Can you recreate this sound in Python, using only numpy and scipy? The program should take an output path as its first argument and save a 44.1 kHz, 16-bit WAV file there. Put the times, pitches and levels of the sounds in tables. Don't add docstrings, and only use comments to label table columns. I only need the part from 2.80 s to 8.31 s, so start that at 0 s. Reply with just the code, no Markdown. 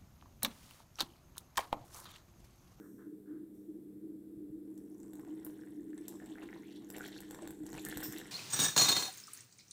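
import sys
import numpy as np
from scipy import signal
from scipy.fft import rfft, irfft
from scipy.io import wavfile
from scipy.ndimage import uniform_filter1d

SR = 44100
rng = np.random.default_rng(int(sys.argv[2]) if len(sys.argv) > 2 else 0)


def dump(signal):
    limited = np.clip(np.atleast_2d(signal).T, -1, 1)
    pcm = np.round(limited * 32767).astype(np.int16)
    wavfile.write(sys.argv[1], SR, pcm)


N = 242991
TIME = np.arange(N) / SR


def gain_of(db):
    return 10 ** (np.asarray(db) / 20)


def evened(x):
    return x / np.sqrt(np.mean(x ** 2) + 1e-20)


def read(points, hz):
    f, value = np.transpose(points)
    return np.interp(np.log(hz + 1), np.log(f + 1), value)


def level(rows, axis=1):
    rows = np.asarray(rows)
    inside = (TIME >= rows[0, 0]) & (TIME <= rows[-1, 0])
    return gain_of(np.interp(TIME, rows[:, 0], rows[:, axis])) * inside


def swell(s, length_s, rise_s, fade_s):
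    age = np.maximum(TIME - s, 0)
    return np.minimum(age / rise_s, 1) * np.exp(-np.maximum(age - length_s, 0) / fade_s)


def add(mix, s, sound):
    part = mix[max(round(s * SR), 0):][:len(sound)]
    part += sound[:len(part)]


def ringing(x, response):
    return signal.oaconvolve(x, response)[:len(x)]


def noise(points):
    spectrum = rfft(rng.standard_normal(N)) * gain_of(read(points, np.fft.rfftfreq(N, 1 / SR)))
    return evened(irfft(spectrum, N))


def impulse(points, size=4096):
    log_gain = np.log(gain_of(read(points, abs(np.fft.fftfreq(size, 1 / SR)))))
    click = np.fft.ifft(np.exp(np.conj(signal.hilbert(log_gain)))).real[:size // 2]
    click = click * np.hanning(size)[size // 2:]
    return click / np.linalg.norm(click)


def colour(x, points):
    return ringing(x, impulse(points))


def clicks(per_s, spread_db):
    size = gain_of(spread_db * np.minimum(rng.exponential(1, N), 3))
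    return size * rng.choice([-1, 1], N) * (rng.random(N) < per_s / SR)


def steadied(x, size=4000):
    power = uniform_filter1d(uniform_filter1d(x ** 2, size), size)
    return x / np.sqrt(abs(power) + np.mean(x ** 2) / 20)


def bubble(hz, decay_s, glide=0.0067, size=1024):
    t = np.arange(size) / SR
    age = t / max(decay_s, 1e-4)
    turns = np.cumsum(hz * (1 + glide * np.minimum(age, 2))) / SR
    ring = np.sin(2 * np.pi * turns) * np.exp(-age) * (1 - np.exp(-turns * 2))
    return ring / abs(ring).max()


# frequency in Hz, relative density in dB per Hz.
HISS_SPECTRUM = [(710, -3), (1200, 1), (1560, 0), (1830, -1.5), (2150, -4), (3150, -15), (3400, -3.5),
                 (6580, -23), (7250, -2), (11300, 1.5), (14000, 4.5), (16000, -10)]


def hiss():
    return gain_of(-77.5) * noise(HISS_SPECTRUM)


# frequency in Hz, level in dB rms.
HUM_TONES = [(48.4, -88), (196.8, -61.5), (301.5, -58), (404, -71)]
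# frequency in Hz, relative density in dB per Hz.
RUMBLE_SPECTRUM = [(20, -62), (33, -23.5), (48, -10), (100, -9.5), (140, -1), (172, -7), (226, 3),
                   (290, -4), (375, -1.5), (405, 2.5), (465, -3), (530, -16.5), (700, -25), (1100, -38),
                   (2200, -42.5)]
# frequency in Hz, half-width at -6 dB in Hz, relative level in dB.
DRONE_MODES = [(306.1, 15, 3.5), (314.4, 20.4, 4.5), (334, 9.7, -11.5)]
# time in seconds, level in dB before the trim below.
DRONE_SWELL = [(0.0, -60.5), (0.35, -49.5), (0.41, -89), (0.5, -46), (0.86, -62), (0.9, -47), (1.21, -59),
               (1.24, -45), (1.49, -54), (1.61, -49), (2.46, -52), (2.5, -45.5), (2.87, -55.5), (2.99, -47),
               (4.56, -56), (4.59, -49.5), (5.36, -48.5), (5.51, -73)]
RUMBLE_RMS_DB, DRONE_TRIM_DB = -59.5, 1.07


def hum():
    tones = np.zeros(N)
    for hz, db in HUM_TONES:
        tones += gain_of(db) * np.sqrt(2) * np.sin(2 * np.pi * (hz * TIME + rng.random()))
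    f = np.fft.rfftfreq(N, 1 / SR)
    shape = sum(gain_of(db) / (1 + ((f - hz) / width) ** 2) for hz, width, db in DRONE_MODES)
    drone = steadied(irfft(rfft(rng.standard_normal(N)) * shape, N))
    rumble = gain_of(RUMBLE_RMS_DB) * noise(RUMBLE_SPECTRUM)
    return tones + rumble + gain_of(DRONE_TRIM_DB) * level(DRONE_SWELL) * drone


# frequency in Hz, relative density in dB per Hz.
RUB_SPECTRUM = [(500, -11), (900, -9), (1300, -3.5), (1650, -1), (1950, -10), (2400, -29), (3500, -26),
                (4500, -35)]
RUSTLE_SPECTRUM = [(3300, -28), (4000, -17), (4800, -19), (5700, -1), (6900, -5), (8400, 1), (10500, -13),
                   (13500, 5.5), (16000, -19)]
# start in seconds, length in seconds, level in dB.
STROKES = [(-0.01, 0.058, -70), (0.178, 0.037, -69), (0.455, .11, -73.5)]
STROKE_RISE_S, STROKE_FADE_S = 0.0094, 0.04
# start in seconds, length in seconds, level in dB.
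SLIDES = [(-0.03, 0.15, -74.5), (0.727, 0.063, -79)]
SLIDE_RISE_S, SLIDE_FADE_S = 0.025, 0.12


def fingers():
    rub = evened(colour(clicks(3000, 3), RUB_SPECTRUM))
    press = sum(gain_of(db) * swell(s, length_s, STROKE_RISE_S, STROKE_FADE_S) for s, length_s, db in STROKES)
    slide = sum(gain_of(db) * swell(s, length_s, SLIDE_RISE_S, SLIDE_FADE_S) for s, length_s, db in SLIDES)
    return press * rub + slide * noise(RUSTLE_SPECTRUM)


# start in seconds, level in dB, rise in seconds, decay time in seconds,
# whistle in dB re the fizz.
FIZZES = [(2.652, -66, .001, 0.047, -31), (3.281, -72.5, .001, 0.15, -6), (5.227, -40, 0.0094, 0.039, -9)]
# frequency in Hz, relative density in dB per Hz.
FIZZ_SPECTRUM = [(1500, -7), (4500, -5), (6500, -4), (8200, 4), (9500, -8), (11300, -3), (12800, 5),
                 (14200, 13), (15600, -1), (17000, -35)]


def fizzes():
    out = np.zeros(N)
    fizz = noise(FIZZ_SPECTRUM)
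    whistle = noise([(4300, -44), (5050, -6), (5400, -5), (5800, -14), (7000, -29)])
    for s, db, rise_s, decay_s, whistle_db in FIZZES:
        age = np.maximum(TIME - s, 0)
        envelope = np.minimum(age / rise_s, 1) * np.exp(-age / decay_s)
        out += gain_of(db) * envelope * (fizz + gain_of(whistle_db) * whistle)
    return out


# frequency in Hz, relative density in dB per Hz.
SLAP_SPECTRUM = [(250, -2), (480, 8), (630, -17.5), (720, -2), (830, 0), (1000, -7), (1250, -18),
                 (1500, -4.5), (1950, -7), (2400, -15), (4000, -24), (10000, -36.5)]
# time in seconds, relative peak in dB, pitch in Hz.
BUBBLES = [(2.7916, -54, 1590), (2.82, -53, 1770), (2.8354, -51.5, 1620), (2.8729, -52, 1870),
           (3.1312, -48.5, 1740), (3.4002, -45, 1750), (3.5199, -48, 3330), (3.5553, -45, 1620),
           (3.5834, -41.5, 1990), (3.6207, -44, 2640), (3.6885, -39, 1980), (3.7286, -37, 1870),
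           (3.8335, -48.5, 2040), (3.9621, -44.5, 3400), (4.147, -38, 1940), (4.1614, -42, 1970),
           (4.2076, -34.5, 1500), (4.2406, -37, 1640), (4.2597, -39, 1960), (4.3286, -41, 3660),
           (4.3629, -44, 1640), (4.3868, -43, 2760), (4.9833, -35, 2500), (5.0682, -36, 1760),
           (5.0844, -59, 1890), (5.1253, -31, 1740), (5.2273, -36.5, 1560), (5.3344, -41, 1910),
           (5.4143, -37.5, 1800), (5.456, -40.5, 1940)]
PLIP_DECAY_CYCLES = 3.06


def plips():
    out = np.zeros(N)
    slap = impulse(SLAP_SPECTRUM, size=2048)
    for s, db, hz in BUBBLES:
        push = gain_of(13.5) * (1700 / hz) ** 2
        add(out, s + 0.00052, gain_of(db - 5.5) * (bubble(hz, PLIP_DECAY_CYCLES / hz) + push * slap))
    return out


BURST_RISE_S = 0.00025


def burst(hz, decay_s, ring_db, size=1024):
    t = np.arange(size) / SR
    puff = rng.standard_normal(size) * np.exp(-t / decay_s) * (1 - np.exp(-t / BURST_RISE_S))
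    band = [(hz * 0.33, -40), (hz * 0.74, -8), (hz, 0), (hz * 1.33, -10), (hz * 1.5, -35)]
    crack = evened(colour(puff, band))
    return evened(crack + gain_of(ring_db) * evened(bubble(hz, decay_s, glide=0.0073)))


# time in seconds, then relative levels in dB of tick, slap and finest spray.
DROPS = [(1.9768, -49.5, -73, -65), (2.2006, -51, -94, -67), (2.2302, -47.5, -96, -83),
         (2.3333, -48.5, -57.5, -58), (2.3539, -48.5, -66, -62), (2.3952, -74, -55, -62.5),
         (2.449, -91, -56.5, -75), (2.648, -52, -61, -43), (2.6651, -54, -52, -54),
         (3.1774, -43, -59.5, -84), (3.2812, -33, -55, -43.5), (3.459, -46.5, -71, -64),
         (4.1013, -37, -51, -48), (4.1652, -40, -61, -59), (4.1818, -49, -47, -48.5),
         (4.2374, -44.5, -59, -65), (4.2629, -41.5, -57, -59), (4.2782, -59, -60, -54),
         (4.4042, -41, -51.5, -51.5), (4.5086, -38, -46.5, -51.5), (4.5463, -42, -46.5, -59),
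         (4.6218, -41, -52.5, -70), (4.6742, -39, -44.5, -54), (4.7064, -43.5, -50, -52.5),
         (4.8646, -39, -55, -59), (4.9296, -40, -46.5, -57), (4.9513, -46, -50.5, -68),
         (4.9781, -40, -44.5, -69), (5.0494, -29, -48.5, -43.5), (5.0617, -41, -58, -52),
         (5.086, -47, -49, -42), (5.0974, -35.5, -51, -66), (5.1719, -30.5, -40.5, -42),
         (5.2046, -43, -45, -49), (5.3235, -35, -53, -46.5), (5.3826, -36, -63, -47),
         (5.4005, -47, -49.5, -64)]
SPLATTER_HZ, TICK_HZ, FINE_HZ = 3670, 7720, 12940
SPLATTER_S, TICK_S, FINE_S = 0.00044, 0.0015, 0.0018
STRAY_OCTAVES = 0.033
REBOUND_MAX_S, REBOUND_DB = 0.012, -14


def drops(count=3):
    out, slap = np.zeros(N), evened(impulse(SLAP_SPECTRUM, size=2048))
    strays = 2 ** (STRAY_OCTAVES * rng.standard_normal((len(DROPS), 2)))
    delays_s = REBOUND_MAX_S * rng.uniform(.25, 1, (len(DROPS), count))
    for (s, tick_db, slap_db, fine_db), stray, flights_s in zip(DROPS, strays, delays_s):
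        splatter_db = (tick_db + slap_db) / 2 - 24.0
        splatter = gain_of(splatter_db) * burst(SPLATTER_HZ * stray[0], SPLATTER_S, 0)
        tick = gain_of(tick_db - 21) * burst(TICK_HZ * stray[1], TICK_S, -0.48)
        fine = gain_of(fine_db - 9.5) * burst(FINE_HZ, FINE_S, -6)
        droplets = splatter + tick + fine
        add(out, s + .0005, gain_of(slap_db - 8.5) * slap + droplets)
        for flight_s in flights_s:
            add(out, s + flight_s, gain_of(REBOUND_DB) * droplets)
    return out


# time in seconds, level in dB before trim.
THUD_LEVEL = [(1.45, -69), (1.66, -58.5), (1.85, -68), (3.95, -76), (4.7, -59), (5.15, -51), (5.35, -53.5),
              (5.51, -75)]
# frequency in Hz, relative density in dB per Hz.
THUD_SPECTRUM = [(20, -30), (35, -5), (50, -11), (90, -9), (140, -4.5), (260, -10.5), (600, -39),
                 (2000, -87)]


def thudding():
    return gain_of(-3) * level(THUD_LEVEL) * steadied(colour(clicks(40, 6.6), THUD_SPECTRUM))


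GULP_DECAY_CYCLES = 1.5


def pattering(count=14):
    gulps = np.zeros(N)
    for hz in np.geomspace(600, 1100, count):
        gulps += ringing(clicks(12, 4.3), bubble(hz, GULP_DECAY_CYCLES / hz))
    slaps = colour(clicks(260, 5.2), SLAP_SPECTRUM)
    return steadied(evened(slaps) + .8 * evened(gulps))


# frequency in Hz, relative gain in dB.
DISH_SPECTRUM = [(1100, -1), (1500, -0.5), (2000, 3.5), (2400, -14.5), (3000, -0.5), (3700, 7), (4300, 7.5),
                 (4900, 4.5), (6000, 14.5)]
BUBBLES_PER_S, BUBBLE_SPREAD_DB, BUBBLE_DECAY_CYCLES = 36, 3.7, 1.88
GATHER_OCTAVES = 0.58


def bubbling(centre_hz, count=26):
    swarm = np.zeros(N)
    for hz in np.geomspace(1100, 4700, count):
        share = np.exp(-(np.log2(hz / centre_hz) / GATHER_OCTAVES) ** 2)
        births = clicks(BUBBLES_PER_S, BUBBLE_SPREAD_DB) * share
        swarm += ringing(births, bubble(hz, BUBBLE_DECAY_CYCLES / hz, glide=0.018))
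    return steadied(colour(swarm, DISH_SPECTRUM))


# frequency in Hz, relative density in dB per Hz.
SPRAY_SPECTRUM = [(4000, -17), (5500, -10.5), (6800, -6.5), (7300, -6), (8300, -1), (8900, -15),
                  (10200, -1), (11400, -7), (12400, 7.5), (14000, 2.5), (15500, -32), (17000, -10)]
PINHEADS_PER_S, PINHEAD_SPREAD_DB, PINHEAD_DECAY_CYCLES = 9, 4.2, 3.3


def spraying(low_hz, high_hz, count=15):
    swarm = np.zeros(N)
    for hz in np.geomspace(low_hz, high_hz, count):
        ring = bubble(hz, PINHEAD_DECAY_CYCLES / hz, glide=0.018)
        swarm += ringing(clicks(PINHEADS_PER_S, PINHEAD_SPREAD_DB), ring)
    return steadied(colour(swarm, SPRAY_SPECTRUM))


def resonate(x, hz, width_hz):
    turn = np.exp(2j * np.pi * np.cumsum(hz) / SR)
    r = np.exp(-np.pi * width_hz / SR)
    return 2 * (turn * signal.lfilter([1 - r], [1, -r], x / turn)).real


POCKET_WIDTH_HZ, POCKET_BLOWS_PER_S = 420, 240


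def gurgling(centre_hz):
    blows = clicks(POCKET_BLOWS_PER_S, 1.7)
    broad = resonate(blows, centre_hz, 4 * POCKET_WIDTH_HZ)
    return steadied(resonate(broad, centre_hz, POCKET_WIDTH_HZ), size=1500)


CLUMP_S = 0.016


def clumps():
    smoothing = np.exp(-(np.fft.rfftfreq(N, 1 / SR) * CLUMP_S) ** 2)
    return evened(irfft(rfft(rng.standard_normal(N)) * smoothing, N))


# start in seconds, length in seconds, patter in dB before trim,
# bubbling in dB before trim, starting bubble pitch in Hz.
GUSHES = [(2.333, .16, -71, -105, 1440), (2.639, 0.051, -62.5, -81, 1640), (2.777, 0.031, -91, -87, 1600),
          (3.144, 0.16, -80, -70.5, 1770), (3.267, 0.079, -62.5, -89, 2370), (3.4, 0.23, -89, -72.5, 1890),
          (3.565, 0.099, -59.5, -63.5, 1680), (3.684, 0.097, -58.5, -69, 1660),
          (3.816, 0.17, -79, -63.5, 2040), (4.124, 0.045, -51.5, -53, 1700), (4.199, 0.061, -63, -55, 1700),
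          (4.307, 0.09, -77, -77, 2310), (4.49, 0.17, -61, -71, 1620), (4.918, 0.082, -54.5, -60.5, 1930),
          (5.051, 0.082, -66, -78, 1730), (5.311, 0.095, -89, -58, 1860)]
GUSH_RISE_S, GUSH_FADE_S = 0.036, 0.0079
REST_BUBBLE_HZ, FILL_OCTAVES = 2200, 0.77


def gushes():
    patter, gushing = np.zeros(N), np.zeros(N)
    centre_hz = np.full(N, float(REST_BUBBLE_HZ))
    for s, length_s, patter_db, bubble_db, start_hz in GUSHES:
        gush = swell(s, length_s, GUSH_RISE_S, GUSH_FADE_S)
        patter += gain_of(patter_db - 4) * gush
        gushing += gain_of(bubble_db) * gush
        filling = (TIME > s) & (TIME < s + length_s + 2 * GUSH_FADE_S)
        filled = np.minimum((TIME[filling] - s) / length_s, 1)
        centre_hz[filling] = start_hz * 2 ** (FILL_OCTAVES * filled)
    return patter, gushing, centre_hz


# time in seconds, then patter, bubbling and fine spray in dB
POUR = [(1.85, -77, -85, -83), (2.27, -68, -88, -74.5), (2.52, -63.5, -70, -75.5), (2.92, -69.5, -73, -76),
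        (3.15, -75, -75, -77.5), (3.51, -59.5, -66, -74.5), (3.75, -83, -65.5, -77),
        (3.97, -69, -75, -78.5), (4.15, -63, -64, -62.5), (4.31, -64.5, -53.5, -68.5),
        (4.53, -65, -64, -69), (4.68, -59, -72, -72), (4.94, -58.5, -62.5, -62.5),
        (5.09, -84, -50.5, -61.5), (5.18, -55.5, -51.5, -60), (5.51, -63, -57.5, -66)]
PATTER_CLUMP_DB, POCKET_DB = 2.5, -9.5
MIST_REF_DB, MIST_GROWTH = -55, 0.54
LULL_S, LULL_LENGTH_S, LULL_DB = 4.73, 0.065, -8


def stream():
    gush_patter, gushing, centre_hz = gushes()
    patter = gain_of(-5.5) * level(POUR) + gush_patter
    bubbles = gain_of(-5.5) * level(POUR, axis=2) + gain_of(-7.5) * gushing
    spray = gain_of(-1) * level(POUR, axis=3) + gain_of(-25.5) * gushing
    mist = gain_of(-2.0) * spray * (spray / gain_of(MIST_REF_DB)) ** MIST_GROWTH
    clumping = evened(gain_of(PATTER_CLUMP_DB * clumps()))
    wet = clumping * (patter * pattering() + bubbles * bubbling(centre_hz))
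    fine = spray * spraying(5320, 10100) + mist * spraying(12000, 14600)
    gurgle = gain_of(POCKET_DB) * gushing * gurgling(centre_hz)
    lull = gain_of(LULL_DB * swell(LULL_S, LULL_LENGTH_S, 0.023, 0.034))
    return lull * (wet + fine + gurgle) + thudding()


# frequency in Hz, width in Hz, relative level in dB.
HOLLOWS = [(630, 31, -2), (804, 44, -4.5), (897, 38, -14)]


def hollow(x):
    t = np.arange(2048) / SR
    ring = np.zeros(len(t))
    for hz, width_hz, db in HOLLOWS:
        decay = 2 * np.pi * width_hz / SR * np.exp(-np.pi * width_hz * t)
        ring += gain_of(db) * decay * np.cos(2 * np.pi * hz * t)
    return x + ringing(x, ring)


# frequency in Hz, t60 in seconds.
ROOM_T60 = [(300, 0.36), (2000, 0.58), (8000, 0.88), (15000, 0.1)]


def kitchen(x, size=22050):
    t = np.arange(size) / SR
    taps = rng.standard_normal(size) * (rng.random(size) < 4000 / SR) * (t > .0006)
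    early = taps * np.exp(-t / 0.008)
    hz, age, z = signal.stft(taps * (t > .006), SR, nperseg=256)
    decay = gain_of(-60 * age / read(ROOM_T60, hz)[:, None])
    tail = signal.istft(z * decay, SR, nperseg=256)[1][:size]
    echo = gain_of(-11) * early / np.linalg.norm(early) + gain_of(-10) * tail / np.linalg.norm(tail)
    return x + ringing(x, echo)


def scene():
    water = hollow(stream() + drops() + plips())
    near = kitchen(water + fizzes() + fingers())
    return (near + hum() + hiss())[None]


EDGE_HZ = 16050


def record(dry):
    lowpass = signal.firwin(511, EDGE_HZ, window=("kaiser", 9), fs=SR)
    return signal.oaconvolve(dry, lowpass[None], "same")


dry = scene()
out = record(dry)
dump(out)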